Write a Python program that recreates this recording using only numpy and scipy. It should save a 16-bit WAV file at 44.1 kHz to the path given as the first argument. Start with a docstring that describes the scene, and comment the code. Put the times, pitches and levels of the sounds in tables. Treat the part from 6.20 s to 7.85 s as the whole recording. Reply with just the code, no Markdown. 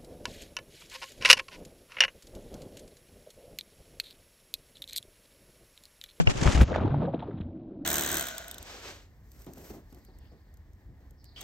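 """A camera in a waterproof housing is dipped into the sea, its two microphones right at the waterline.
Water slaps the case and rocks it, then spray hisses and pops over churning water. Two heavy surges close
over the microphone ports, which seal with thin snaps. Below the surface a shrinking air pocket gurgles
upward in pitch and sinks back, bubbles glug and tick ever more thinly, and the housing's muffled drone
is left."""
import sys
import numpy as np
from scipy import signal
from scipy.fft import rfft, irfft, next_fast_len
from scipy.io import wavfile
from scipy.ndimage import map_coordinates

SR = 44100
rng = np.random.default_rng(int(sys.argv[2]) if len(sys.argv) > 2 else 0)


def wav_record(signal):
    """Record a signal, one row per channel, as 16-bit PCM in the file named by sys.argv[1]."""
    frames = np.transpose(np.atleast_2d(signal))
    bounded = np.clip(frames, -1, 1)
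    # unit amplitude maps onto the largest positive 16-bit level
    quanta = np.round(bounded * 32767).astype(np.int16)
    wavfile.write(sys.argv[1], SR, quanta)


N = 72765
UNDER_S = 0.44  # the microphone ports go under
BUBBLE_SWELL, BUBBLE_RISE = 0.064, 0.031  # attack as a share of ring time; pitch rise over that time


def amp(db):
    return 10 ** (np.asarray(db) / 20)


def unit_rms(x):
    return x / np.sqrt(np.mean(x ** 2) + 1e-20)


def clock():
    return np.arange(N) / SR


def curves(rows):
    """One value per sample for each column after the time."""
    times, *columns = np.transpose(rows)
    return [np.interp(clock(), times, column) for column in columns]


def wobble(rate):
    """A smooth random curve, rate knots a second."""
    return map_coordinates(rng.standard_normal(2048), [clock() * rate + 4], mode="wrap")


def decay(start, t60, attack):
    """An envelope that swells, then falls 60 dB in t60 seconds."""
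    age = np.maximum(clock() - start, 0)
    return (1 - np.exp(-age / attack)) * amp(-60 * age / t60)


def filtered(x, response):
    size = next_fast_len(N + SR // 2)
    return irfft(rfft(x, size) * response(np.fft.rfftfreq(size, 1 / SR)), size)[..., :N]


def coloured(x, colour):
    knots_hz, db = np.transpose(colour)
    return filtered(x, lambda hz: amp(np.interp(np.log(hz + 1), np.log(knots_hz), db)))


def lowpass(x, edge_hz, order):
    return filtered(x, lambda hz: 1 / np.sqrt(1 + (hz / edge_hz) ** (2 * order)))


def patter(colour, rate, spread_db, smooth):
    """Two unrelated streams of tiny impacts over smooth noise, rms 1."""
    hits = (rng.random((2, N)) < rate / SR) * rng.choice([-1, 1], (2, N))
    strength = amp(spread_db * np.minimum(rng.exponential(size=(2, N)), 3))
    return unit_rms(coloured(unit_rms(hits * strength) + smooth * rng.standard_normal((2, N)), colour))


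def bursts(rows, colour, t60):
    """Two unrelated streams of very short noisy cracks."""
    envelope = sum(amp(db) * decay(start, t60, attack=0.00017) for start, db in rows)
    noise = rng.standard_normal((2, N))
    return coloured(noise * envelope, colour) / coloured(noise, colour).std()


def bubble(start, hz, t60):
    """A damped ring whose pitch climbs as the bubble rises."""
    age = np.maximum(clock() - start, 0)
    climb = 1 + BUBBLE_RISE * np.minimum(age / t60, 2) / 2
    return decay(start, t60, BUBBLE_SWELL * t60) * np.sin(2 * np.pi * hz * age * climb)


def pings(low_hz, high_hz, cycles, spread_db, count):
    """A swarm of tiny bubbles, each a brief rising ping; rms 1."""
    when, pitch, strength = rng.random((count, 3)).T[:, :, None]
    offsets = np.arange(SR // 40)
    hz = low_hz * (high_hz / low_hz) ** pitch
    turns = hz * offsets / SR
    envelope = amp(spread_db * strength ** 3 - 60 * turns / cycles) * (1 - np.exp(-0.8 * turns))
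    rings = envelope * np.sin(2 * np.pi * turns * (1 + BUBBLE_RISE * turns / cycles / 2))
    positions = (when * N).astype(int) + offsets
    return unit_rms(np.bincount(positions.ravel(), rings.ravel(), N)[:N])


def in_air():
    """1 while the ports are in air, 0 once they are under."""
    return 1 / (1 + np.exp((clock() - UNDER_S) / 0.0051))


def stereo(pair, width, left_db=0):
    """Left and right microphones from a common and a differing stream."""
    common, side = pair[0], width * pair[1]
    return np.array([(common + side) * amp(left_db / 2), (common - side) * amp(-left_db / 2)])


# How differently the two ports hear the water. Each row: time in seconds, ratio of differing to common.
PORT_WIDTH = [(.1, 3.3), (.2, 1.42), (.42, 0.8), (.55, 0.37), (.9, 0.27), (1.2, 0.02)]
def port_width():
    """The image is wide at the surface and narrows almost to mono below it."""
    return curves(PORT_WIDTH)[0]


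# Water striking the case. Each row: start in seconds, crack and rocking levels in relative dB,
# rocking frequency in Hz, rocking ring time in seconds.
CASE_SLAPS = [(0.0, -30.5, -6, 165.2, 0.12), (.071, -14, 5, 110, 0.063)]
# The case's resonances. Each row: centre in Hz, bandwidth in Hz, gain in dB.
CASE_MODES = [(335, 220, 3.5), (640, 610, 0), (2300, 330, -0.5), (2890, 110, 6), (5520, 640, -13.5)]
# The case's damping. Each row: frequency in Hz, gain in dB.
CASE_TREBLE_LOSS = [(4000, -1.5), (12000, -13)]
def slaps():
    """Each slap cracks through the case around the microphones and rocks it from side to side."""
    def case(hz):
        return sum((-1) ** k * amp(db) * 1j * hz * band / (centre ** 2 - hz ** 2 + 1j * hz * band)
                   for k, (centre, band, db) in enumerate(CASE_MODES))
    noise = rng.standard_normal((2, N))
    impacts = sum(amp(db) * decay(start, t60=0.023, attack=0.001) for start, db, *_ in CASE_SLAPS)
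    crack = filtered(noise * impacts, case) / filtered(noise, case).std()
    rock = sum(amp(db) * decay(start, t60, attack=0.0099) * np.sin(2 * np.pi * hz * (clock() - start))
               for start, _, db, hz, t60 in CASE_SLAPS)
    rocking = np.array([rock, -0.62 * rock])  # the right port is pushed the opposite way
    return stereo(coloured(crack, CASE_TREBLE_LOSS), width=1.5, left_db=1.0) + rocking


# Spray landing on the case. Each row: time in seconds, relative level in dB.
SPRAY_LEVELS = [(0.0, -42), (.035, -55.5), (.075, -53.5), (.098, -38.5), (.138, -47.5), (.16, -46.5),
                (.235, -36.5), (.355, -36.5), (.39, -42.5), (.425, -41.5), (.46, -55), (.485, -51),
                (.52, -51), (.553, -56.5), (.58, -64.5)]
# The droplets' tone. Each row: frequency in Hz, gain in dB.
DROPLET_COLOUR = [(1200, 8.5), (3000, 7), (4200, 2.5), (7000, 4), (9000, -8.5), (12000, -20.5),
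                  (15500, -43.5)]
def spray():
    """Droplets and bursting foam hiss right at the ports; the water muffles them as it closes over."""
    level_db, = curves(SPRAY_LEVELS)
    fade_db = -130 * np.maximum(clock() - SPRAY_LEVELS[-1][0], 0)
    drops = patter(DROPLET_COLOUR, rate=1900, spread_db=4.5, smooth=1.0)
    foam = amp(-5) * pings(low_hz=1100, high_hz=8000, cycles=18, spread_db=9, count=1200)
    envelope = amp(level_db + fade_db + 0.5 + 3.0 * wobble(120))
    hiss = envelope * (stereo(drops, 0.45 * port_width()) + foam)
    return in_air() * hiss + (1 - in_air()) * lowpass(hiss, edge_hz=7050, order=12)


# Water churning around the housing. Each row: time in seconds, relative level in dB.
CHURN_LEVELS = [(0.0, -21.5), (.045, -86), (.075, -34.5), (.14, -50.5), (.2, -42), (.27, -31), (.32, -34.5),
                (.425, -35.5), (.46, -49), (.5, -35.5), (.64, -33), (.74, -38), (.78, -40.5), (.85, -39),
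                (.91, -50.5), (1.02, -48.5), (1.2, -56), (1.3, -65)]
# Its dull tone. Each row: frequency in Hz, gain in dB.
CHURN_COLOUR = [(25, -14), (70, 6), (220, 3), (650, -0.5), (1100, -8), (1800, -22), (3800, -28),
                (9000, -77)]
def churn():
    """Close by, water churns in a dense patter of dull collapses, with a cloud of small bubbles."""
    level_db, = curves(CHURN_LEVELS)
    fade_db = -60 * np.maximum(clock() - CHURN_LEVELS[-1][0], 0)
    collapses = patter(CHURN_COLOUR, rate=700, spread_db=0.5, smooth=0.46)
    envelope = amp(level_db + fade_db + 1.5 + 1.8 * wobble(70))
    cloud = amp(level_db - 16) * pings(low_hz=676, high_hz=1586, cycles=33, spread_db=12, count=170)
    return envelope * stereo(collapses, port_width(), left_db=1.5) + cloud


# Pops at the case. Each row: start in seconds, relative level in dB.
CASE_POPS = [(.107, -27), (.275, -14), (.375, -19.5), (.412, -18), (.431, -24.5), (.478, -36.5),
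             (.548, -25.5), (.56, -22)]
# Their tone. Each row: frequency in Hz, gain in dB.
CASE_POP_COLOUR = [(200, 3), (1500, 6), (3000, -1), (6500, -19.5), (9000, -33.5), (15000, -46)]
def pops():
    """Sharp pops sound against the case as it passes through the surface."""
    return stereo(amp(-6.5) * bursts(CASE_POPS, CASE_POP_COLOUR, t60=0.026), width=0.37)


# Surges closing over the ports. Each row: centre and half length in seconds, pitch in Hz, relative dB.
PORT_SURGES = [(.226, 0.0032, 166, -16.5), (0.278, 0.019, 57.7, -15), (0.389, 0.039, 62, -16.5),
               (0.423, 0.018, 64, -11.5)]
# Their turbulence. Each row: frequency in Hz, gain in dB.
TURBULENCE_COLOUR = [(45, -3.5), (130, -4.5), (300, -14), (900, -35.5), (3000, -40), (12000, -69.5)]
def surges():
    """Swells of pressure throb over rough lapping, louder on the left microphone until it is under."""
    t = clock()
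    swells = [amp(db) * np.exp(-np.abs((t - centre) / half) ** 3) for centre, half, _, db in PORT_SURGES]
    throb = sum(swell * np.sin(2 * np.pi * hz * (t - centre))
                for swell, (centre, _, hz, _) in zip(swells, PORT_SURGES))
    lapping = amp(-36.5) * in_air() * np.minimum(t / 0.062, 1) ** 2
    turbulence = patter(TURBULENCE_COLOUR, rate=320, spread_db=5.0, smooth=0.93)
    pressure = (amp(-8) * sum(swells) + lapping) * turbulence
    pressure[0] += throb  # common to both ports
    return stereo(pressure, width=0.28, left_db=4.5 * np.clip((UNDER_S - t) / 0.08, 0, 1))


# Water sealing the ports. Each row: start in seconds, relative level in dB.
SEAL_SNAPS = [(.4055, -34), (.411, -29.5), (.4162, -23.5), (.4215, -25), (.4322, -30), (.4377, -34.5)]
# The snaps' tone. Each row: frequency in Hz, gain in dB.
SEAL_COLOUR = [(1500, -2), (8000, 1), (15800, -7)]
def snaps():
    """Water seals the ports with thin, bright snaps, a little to the right."""
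    return stereo(amp(0.5) * bursts(SEAL_SNAPS, SEAL_COLOUR, t60=0.0027), width=0.44, left_db=-3.0)


# Large bubbles near the ports. Each row: start in seconds, relative dB, pitch in Hz, ring time in seconds.
LARGE_BUBBLES = [(.407, -23, 1460, 0.014), (.517, -19.5, 506, 0.046), (.547, -23.5, 1245, 0.025),
                 (.559, -18, 641, 0.019), (.617, -18.5, 179, 0.029), (.643, -17.5, 280.4, 0.051),
                 (.706, -40.5, 1562, 0.061), (.743, -18.5, 684, 0.02), (.82, -19.5, 744, 0.022),
                 (.827, -25, 473.6, 0.14), (0.872, -23.5, 552, 0.11), (.935, -24.5, 656, 0.061),
                 (.943, -19.5, 319, 0.047), (1.023, -27, 712, 0.052), (1.081, -27.5, 395, 0.098),
                 (1.109, -38.5, 1310, 0.023), (1.138, -28, 161, 0.089), (1.203, -21, 170, 0.03),
                 (1.35, -35, 299.5, 0.13), (1.505, -32.5, 303.5, 0.16)]
def glugs():
    """Each large bubble rings as it tears off in a puff of turbulence around its own pitch."""
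    mix = np.zeros((2, N))
    for start, db, hz, t60 in LARGE_BUBBLES:
        band = signal.butter(2, [hz / 1.5, hz * 1.5], "bandpass", fs=SR, output="sos")
        noise = unit_rms(signal.sosfilt(band, signal.sosfilt(band, rng.standard_normal((2, N)))))
        puff = amp(-2.5) * stereo(noise, port_width()) * decay(start, t60, BUBBLE_SWELL * t60)
        mix += amp(db) * (bubble(start, hz, t60) + puff)
    return mix


# Air trapped just under the surface. Each row: time in seconds, pitch in Hz, level in dB.
TRAPPED_AIR = [(.5, 72, -33.5), (.6, 86.04, -31.5), (.65, 97.85, -23), (.69, 109.2, -31.5),
               (.73, 134.2, -24.5), (.8, 157.9, -28), (.87, 158.2, -32.5), (.97, 140.9, -42.5),
               (1.04, 112.1, -44), (1.13, 100.1, -43), (1.26, 93.6, -37.5), (1.38, 113.3, -57.5)]
def air_pocket():
    """The trapped air throbs unevenly, rising in pitch as it breaks up, then sinking as it fades."""
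    hz, level_db = curves(TRAPPED_AIR)
    phase = 2 * np.pi * np.cumsum(hz * np.exp(0.22 * wobble(200))) / SR
    throb = unit_rms(amp(3 * wobble(110)) * (np.sin(phase) + 0.3 * np.sin(2 * phase + wobble(90))))
    onset = np.clip((clock() - UNDER_S) / 0.0083, 0, 1)
    return amp(level_db) * onset * throb


# Fizz around the submerged case. Each row: time in seconds, level in dB.
FIZZ_LEVELS = [(.44, -76), (.55, -37.5), (.62, -54), (.8, -66.5), (1.05, -65.5), (1.3, -76.5), (1.65, -82)]
# The tone of tiny bubbles at the case, fizz and ticks alike. Each row: frequency in Hz, gain in dB.
TINY_BUBBLE_COLOUR = [(1300, 1.5), (2000, -10.5), (4000, -7), (4600, -29), (5800, -19.5), (7500, -38.5),
                      (12000, -73.5)]
def fizz():
    """A swarm of tiny bubbles flares just after the ports go under, then thins away."""
    level_db, = curves(FIZZ_LEVELS)
    swarm = np.array([pings(low_hz=1300, high_hz=4500, cycles=10, spread_db=14, count=600)
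                      for _ in range(2)])
    return stereo(amp(level_db) * unit_rms(coloured(swarm, TINY_BUBBLE_COLOUR)), port_width())


# Bubbles ticking on the submerged case. Each row: start in seconds, relative level in dB.
CASE_TICKS = [(0.718, -45.5), (0.855, -46), (0.939, -39), (.993, -37), (1.02, -42.5), (1.176, -47),
              (1.207, -40.5), (1.225, -54.5)]
def ticks(count=9, span_s=0.016):
    """Each tick is a cluster of tiny bubbles bursting one after another, each at its own pitch."""
    mix = np.zeros(N)
    for start, db in CASE_TICKS:
        delays = np.sort(rng.random(count)) * span_s
        pitches = rng.permutation(np.linspace(1700, 4000, count)) * rng.uniform(0.92, 1.08, count)
        for delay, hz in zip(delays - delays[0], pitches):
            mix += amp(db + 7) * bubble(start + delay, hz, t60=0.004)
    return coloured(mix, TINY_BUBBLE_COLOUR)


# The housing's hum, heard from inside. 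Each row: frequency in Hz, gain in dB.
HOUSING_COLOUR = [(25, -14.5), (110, -10.5), (190, -4), (270, -0.5), (440, -19.5), (620, -16), (800, -27),
                  (1500, -52), (4000, -57), (9000, -85.5)]
def housing_drone(hollow_hz=314.2):
    """Water flowing past makes the housing hum dully and burble on its hollow note, alike at both ports."""
    hum = amp(-44.5 + wobble(14)) * unit_rms(coloured(rng.standard_normal(N), HOUSING_COLOUR))
    phase = 2 * np.pi * np.cumsum(hollow_hz * (1 + 0.07 * wobble(60))) / SR
    hollow = amp(-45.5) * unit_rms(amp(3.5 * wobble(50)) * np.sin(phase))
    emerging = np.clip((clock() - UNDER_S) / 0.92, 0, 1) ** 2  # the note emerges as the foam clears
    return hum + emerging * hollow


def scene():
    """The dip, heard from the housing: first the surface, then the water below."""
    surface = slaps() + spray() + churn() + pops() + surges() + snaps()
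    return surface + glugs() + air_pocket() + fizz() + ticks() + housing_drone()


def record(dry):
    """The camera keeps nothing above its band limit."""
    return lowpass(dry, edge_hz=15800, order=60)


dry = scene()
out = record(dry)
wav_record(out)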